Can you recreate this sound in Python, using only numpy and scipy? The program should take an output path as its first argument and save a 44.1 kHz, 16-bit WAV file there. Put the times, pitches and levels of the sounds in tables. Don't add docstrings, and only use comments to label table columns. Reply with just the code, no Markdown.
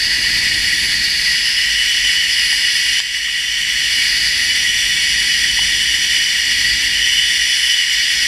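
import sys
import numpy as np
from scipy import signal
from scipy.fft import rfft, irfft, next_fast_len
from scipy.io import wavfile
from scipy.ndimage import uniform_filter1d

SR = 44100
rng = np.random.default_rng(int(sys.argv[2]) if len(sys.argv) > 2 else 0)


def digitize_waveform(pressure):
    field = np.atleast_2d(pressure).T
    bounded = np.clip(field, -1, 1)
    quanta = np.round(bounded * 32767).astype(np.int16)
    wavfile.write(sys.argv[1], SR, quanta)


N = 364707
STEP = 100


def gain_of(db):
    return 10 ** (np.asarray(db) / 20)


def evened(x):
    return x / np.sqrt(np.mean(x ** 2) + 1e-20)


def level_at(table, hz):
    pitch_hz, level_db = np.transpose(table)
    return np.interp(np.log(hz + 1), np.log(pitch_hz + 1), level_db)


def wander(rate_hz, count=1, margin=200):
    raw = rng.standard_normal((count, N // STEP + 2 + 2 * margin))
    slow = signal.sosfiltfilt(signal.butter(2, rate_hz, fs=SR / STEP, output="sos"), raw)
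    return evened(slow[:, margin:-margin])


def filled(curve):
    return np.interp(np.arange(N) / STEP, np.arange(len(curve)), curve)


def add(mix, start_s, sound):
    part = mix[round(start_s * SR):][:len(sound)]
    part += sound[:len(part)]


# time_s, tilt (no unit)
TONE_TILT = [(0, -4.5), (.6, -2), (1.05, -4), (1.3, -3), (1.55, -2.5), (1.8, 0.5), (2.5, -1), (3.5, 1.6),
             (4.25, -2.6), (4.75, 2.5), (5.25, 0.1), (5.7, 1.5), (6.4, 1), (6.75, -0.5), (7.05, 2),
             (7.7, 1.5), (8.27, 0)]
def tone_tilt(t):
    return np.interp(t, *np.transpose(TONE_TILT))


TOP_RATE_HZ = 135.95
def twist_rate(t, climb_hz_per_s=2.7, level_off_s=4.3, bend_s=.8):
    return TOP_RATE_HZ - climb_hz_per_s * bend_s * np.log1p(np.exp((level_off_s - t) / bend_s))


# pitch_hz, relative_db
BUZZ_TONE = [(1200, -17.5), (1900, -12.5), (2250, -10.5), (2500, -1), (3000, -4.5), (3500, -9), (4200, -9),
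             (5300, -8), (6500, -14.5)]
def wheel_contact(buzz_db=-15, db_per_tilt=.48, waver_db=3, waver_hz=20, blur_rad=.94, grit_db=.62):
    t = np.arange(N // STEP + 2) * STEP / SR
    rate_hz = twist_rate(t) + .3 * wander(1.992)[0]
    twists = np.cumsum(filled(rate_hz)) / SR
    multiples = np.arange(10, 48)
    level_db = buzz_db + db_per_tilt * tone_tilt(t) + level_at(BUZZ_TONE, np.outer(multiples, rate_hz))
    sizes = gain_of(level_db + waver_db * wander(waver_hz, len(multiples)))
    phases = 2 * np.pi * rng.random((len(multiples), 1))
    phases = phases + blur_rad * wander(waver_hz, len(multiples))
    buzz = sum(filled(size) * np.cos(2 * np.pi * multiple * twists + filled(phase))
               for multiple, size, phase in zip(multiples, sizes, phases))
    flicker = filled(gain_of(grit_db * wander(15.4)[0]))
    return flicker * rng.standard_normal(N) + buzz


# time_s, pitch_hz, boost_db
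HAND_HOLLOW = [(.5, 4820, 0.5), (1, 4670, -0.5), (1.4, 4950, 3.5), (1.65, 5200, 3), (2.6, 5060, 5),
               (3.7, 4960, 0.5), (4.3, 4800, 3), (5.3, 4900, 3.5), (6.7, 4840, 4), (7.5, 5000, 5)]
# time_s, pitch_hz, boost_db
TREBLE_DRIFT = [(0, 9600, -2.5), (.75, 9650, 3.5), (1, 10100, -2.5), (1.4, 10200, 3), (1.75, 9500, -1),
                (2.15, 9800, 1), (2.45, 9800, 6), (3.6, 9900, -2.5), (4.35, 10100, 3), (4.7, 9900, 2.5),
                (5.1, 9800, 5.5), (6.7, 9800, 0), (7.65, 9800, 7.5), (7.95, 9440, -3), (8.27, 9600, 4)]
def moving_band(table, hz, t, width_share, extra_db=0):
    time_s, pitch_hz, boost_db = np.transpose(table)
    distance = (hz[:, None] / np.interp(t, time_s, pitch_hz) - 1) / width_share
    peak_db = np.interp(t, time_s, boost_db) + extra_db
    return gain_of(2 * peak_db * np.exp(-(2 * distance) ** 2))


# pitch_hz, width_hz, relative_db, db_per_tilt
TROLLEY_NOTES = [(980, 210, -29, -1), (1714, 322, -13.5, -1.5), (1930, 213, 1, -1), (2236, 157, -4.5, -1),
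                 (2495, 310, -13.5, -1.5), (2877, 263, -5, -2.9), (2976, 170, -1, -0.9),
                 (3324, 230, -10, -0.6), (3383, 240, -7.5, -0.5), (3515, 93, -16, 4),
                 (3630, 205, -11.5, -1.9), (4154, 340, -14.5, -2.3), (4476, 437, -7.5, -1.5),
                 (4880, 190, -10.5, -1), (5100, 640, -12.5, -1.5), (5300, 70, -12, 1),
                 (5696, 250, -10, -0.1), (5843, 236, -9.5, 0.34), (6106, 400, -17, -1.5),
                 (6470, 200, -25.5, -3), (7060, 590, -18.5, -0.7), (7614, 460, -17.5, -0.4),
                 (8410, 1400, -21.5, -0.7), (8860, 200, -31, 4), (9380, 270, -18.5, -0.5),
                 (10070, 1070, -21, -1.5), (11700, 2200, -30, -0.5), (12400, 490, -31.5, -1),
                 (13050, 600, -31, -2), (14950, 430, -44, -2)]
# time_s, change_db
RING_DRIFT = [(0, -4), (1.3, -3.5), (1.5, 2.5), (1.85, 0), (2.6, -0.5), (3.3, -0.5), (4, -2.5), (5.4, -4),
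              (6.3, -1.5), (6.75, -3.5), (7.05, 0), (7.35, -4), (7.7, -1.5), (8.27, -4)]
def trolley_whine(whine_db=-15, steepness=2.09, ring_db_per_tilt=1.48, sing_db_per_hz=.15, swell_db=.5):
    slicing = dict(fs=SR, nperseg=2048, noverlap=1536)
    hz, t, contact = signal.stft(wheel_contact(), **slicing)
    tilt = tone_tilt(t)
    pitch_hz, width_hz, note_db, db_per_tilt = np.transpose(TROLLEY_NOTES)[:, :, None]
    shapes = (1 + (2 * (hz - pitch_hz) / width_hz) ** 2) ** -steepness
    ringing = (pitch_hz > 2700) & (pitch_hz < 3150)
    ring_db = np.interp(t, *np.transpose(RING_DRIFT)) + ring_db_per_tilt * tilt
    singing = ((pitch_hz > 3150) & (pitch_hz < 3700)) | ((pitch_hz > 5500) & (pitch_hz < 6000))
    sing_db = sing_db_per_hz * (twist_rate(t) - TOP_RATE_HZ)
    swells = evened(uniform_filter1d(rng.standard_normal((len(pitch_hz), len(t))), size=9))
    level_db = note_db + db_per_tilt * tilt + ringing * ring_db + singing * sing_db + swell_db * swells
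    power = shapes.T @ gain_of(2 * level_db)
    power *= moving_band(HAND_HOLLOW, hz, t, width_share=.15, extra_db=-1.46 * tilt)
    power *= moving_band(TREBLE_DRIFT, hz, t, width_share=.08)
    power /= uniform_filter1d(power.sum(0), size=25)
    _, whine = signal.istft(contact * np.sqrt(power), **slicing)
    return gain_of(whine_db) * evened(whine[:N])


# time_s, level_db
GUST_LEVELS = [(0, -39), (.45, -36.5), (.9, -38.5), (1.6, -44.5), (2.3, -45), (3.3, -46), (3.8, -43),
               (4.6, -40), (5.1, -42), (5.7, -39.5), (6.3, -44), (6.75, -39), (7.3, -44.5), (7.85, -53),
               (8.27, -41.5)]
def gusts():
    return np.interp(np.arange(N) / SR, *np.transpose(GUST_LEVELS))


# pitch_hz, relative_db
WIND_TONE = [(15, -8), (24, -19), (40, -1.5), (70, -3), (110, -6.5), (200, -9.5), (320, -10.5), (450, -19),
             (620, -21), (800, -19), (1040, -23), (1760, -90)]
def wind_rumble(flutter_db=.4):
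    level_db = gusts() - flutter_db * filled(wander(rate_hz=8)[0])
    size = next_fast_len(N)
    tone = gain_of(level_at(WIND_TONE, np.fft.rfftfreq(size, 1 / SR)))
    rumble = irfft(rfft(rng.standard_normal(size)) * tone, size)[:N]
    return gain_of(level_db) * evened(rumble)


# pitch_hz, width_hz, level_db
RIG_NOTES = [(50.7, 16.3, -43.5), (165.7, 12, -53), (249.7, 47, -56.5), (317, 21, -60.5)]
def rig_hum(gust_share=.5, average_wind_db=-44):
    shake = rng.standard_normal(N)
    hum = np.zeros(N)
    for pitch_hz, width_hz, level_db in RIG_NOTES:
        peak = signal.iirpeak(pitch_hz, pitch_hz / width_hz, SR)
        note = signal.lfilter(*peak, signal.lfilter(*peak, shake))
        hum += gain_of(level_db) * evened(note)
    return gain_of(gust_share * (gusts() - average_wind_db)) * hum


# start_s, peak_db, pitch_hz
CASE_TAPS = [(0.245, -32, 1100), (1.34, -36, 1080), (2.527, -29, 890), (3.28, -29, 1210),
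             (5.589, -21.5, 935)]
def dull_taps(tap_s=.007):
    taps, t = np.zeros(N), np.arange(1000) / SR
    bump = np.sin(np.pi * np.minimum(t / tap_s, 1)) ** 2
    for start_s, peak_db, pitch_hz in CASE_TAPS:
        add(taps, start_s, gain_of(peak_db) * bump * np.sin(2 * np.pi * pitch_hz * t))
    return taps


# start_s, peak_db (before the limiter)
CLOSE_DROPS = [(1.785, -14), (2.0494, -5), (2.394, -12), (3.0016, 4.2)]
# pitch_hz, fade_s (time to fall 60 dB), relative_db
CLICK_NOTES = [(1150, .012, -18), (1750, .012, -6), (3100, .012, -2), (4400, .007, -7), (7300, .009, -8),
               (9500, .004, -18)]
def sharp_drops(rise_s=.0005):
    drops, t = np.zeros(N), np.arange(1000) / SR
    click = sum(gain_of(level_db - 60 * t / fade_s) * np.sin(2 * np.pi * pitch_hz * t)
                for pitch_hz, fade_s, level_db in CLICK_NOTES)
    click *= np.sin(np.pi / 2 * np.minimum(t / rise_s, 1)) ** 2
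    for start_s, peak_db in CLOSE_DROPS:
        add(drops, start_s, gain_of(peak_db) * click / abs(click).max())
    return drops


def scene():
    mix = trolley_whine() + wind_rumble() + rig_hum() + dull_taps() + sharp_drops()
    return np.tile(mix, (2, 1))


def record(dry, ceiling_db=-1, recovery_db_per_s=6, top_hz=15250):
    peak_db = 20 * np.log10(abs(dry).max(0) + 1e-9)
    recovery_db = np.arange(N) * recovery_db_per_s / SR
    held_db = np.maximum.accumulate(peak_db + recovery_db) - recovery_db
    cut_db = np.maximum(held_db - ceiling_db, 0)
    ahead = 220
    cut_db = uniform_filter1d(np.append(cut_db[ahead:], np.zeros(ahead)), size=60)
    treble_cut = signal.firwin(511, top_hz, window=("kaiser", 9), fs=SR)
    return signal.oaconvolve(dry / gain_of(cut_db), treble_cut[None], "same")


dry = scene()
out = record(dry)
digitize_waveform(out)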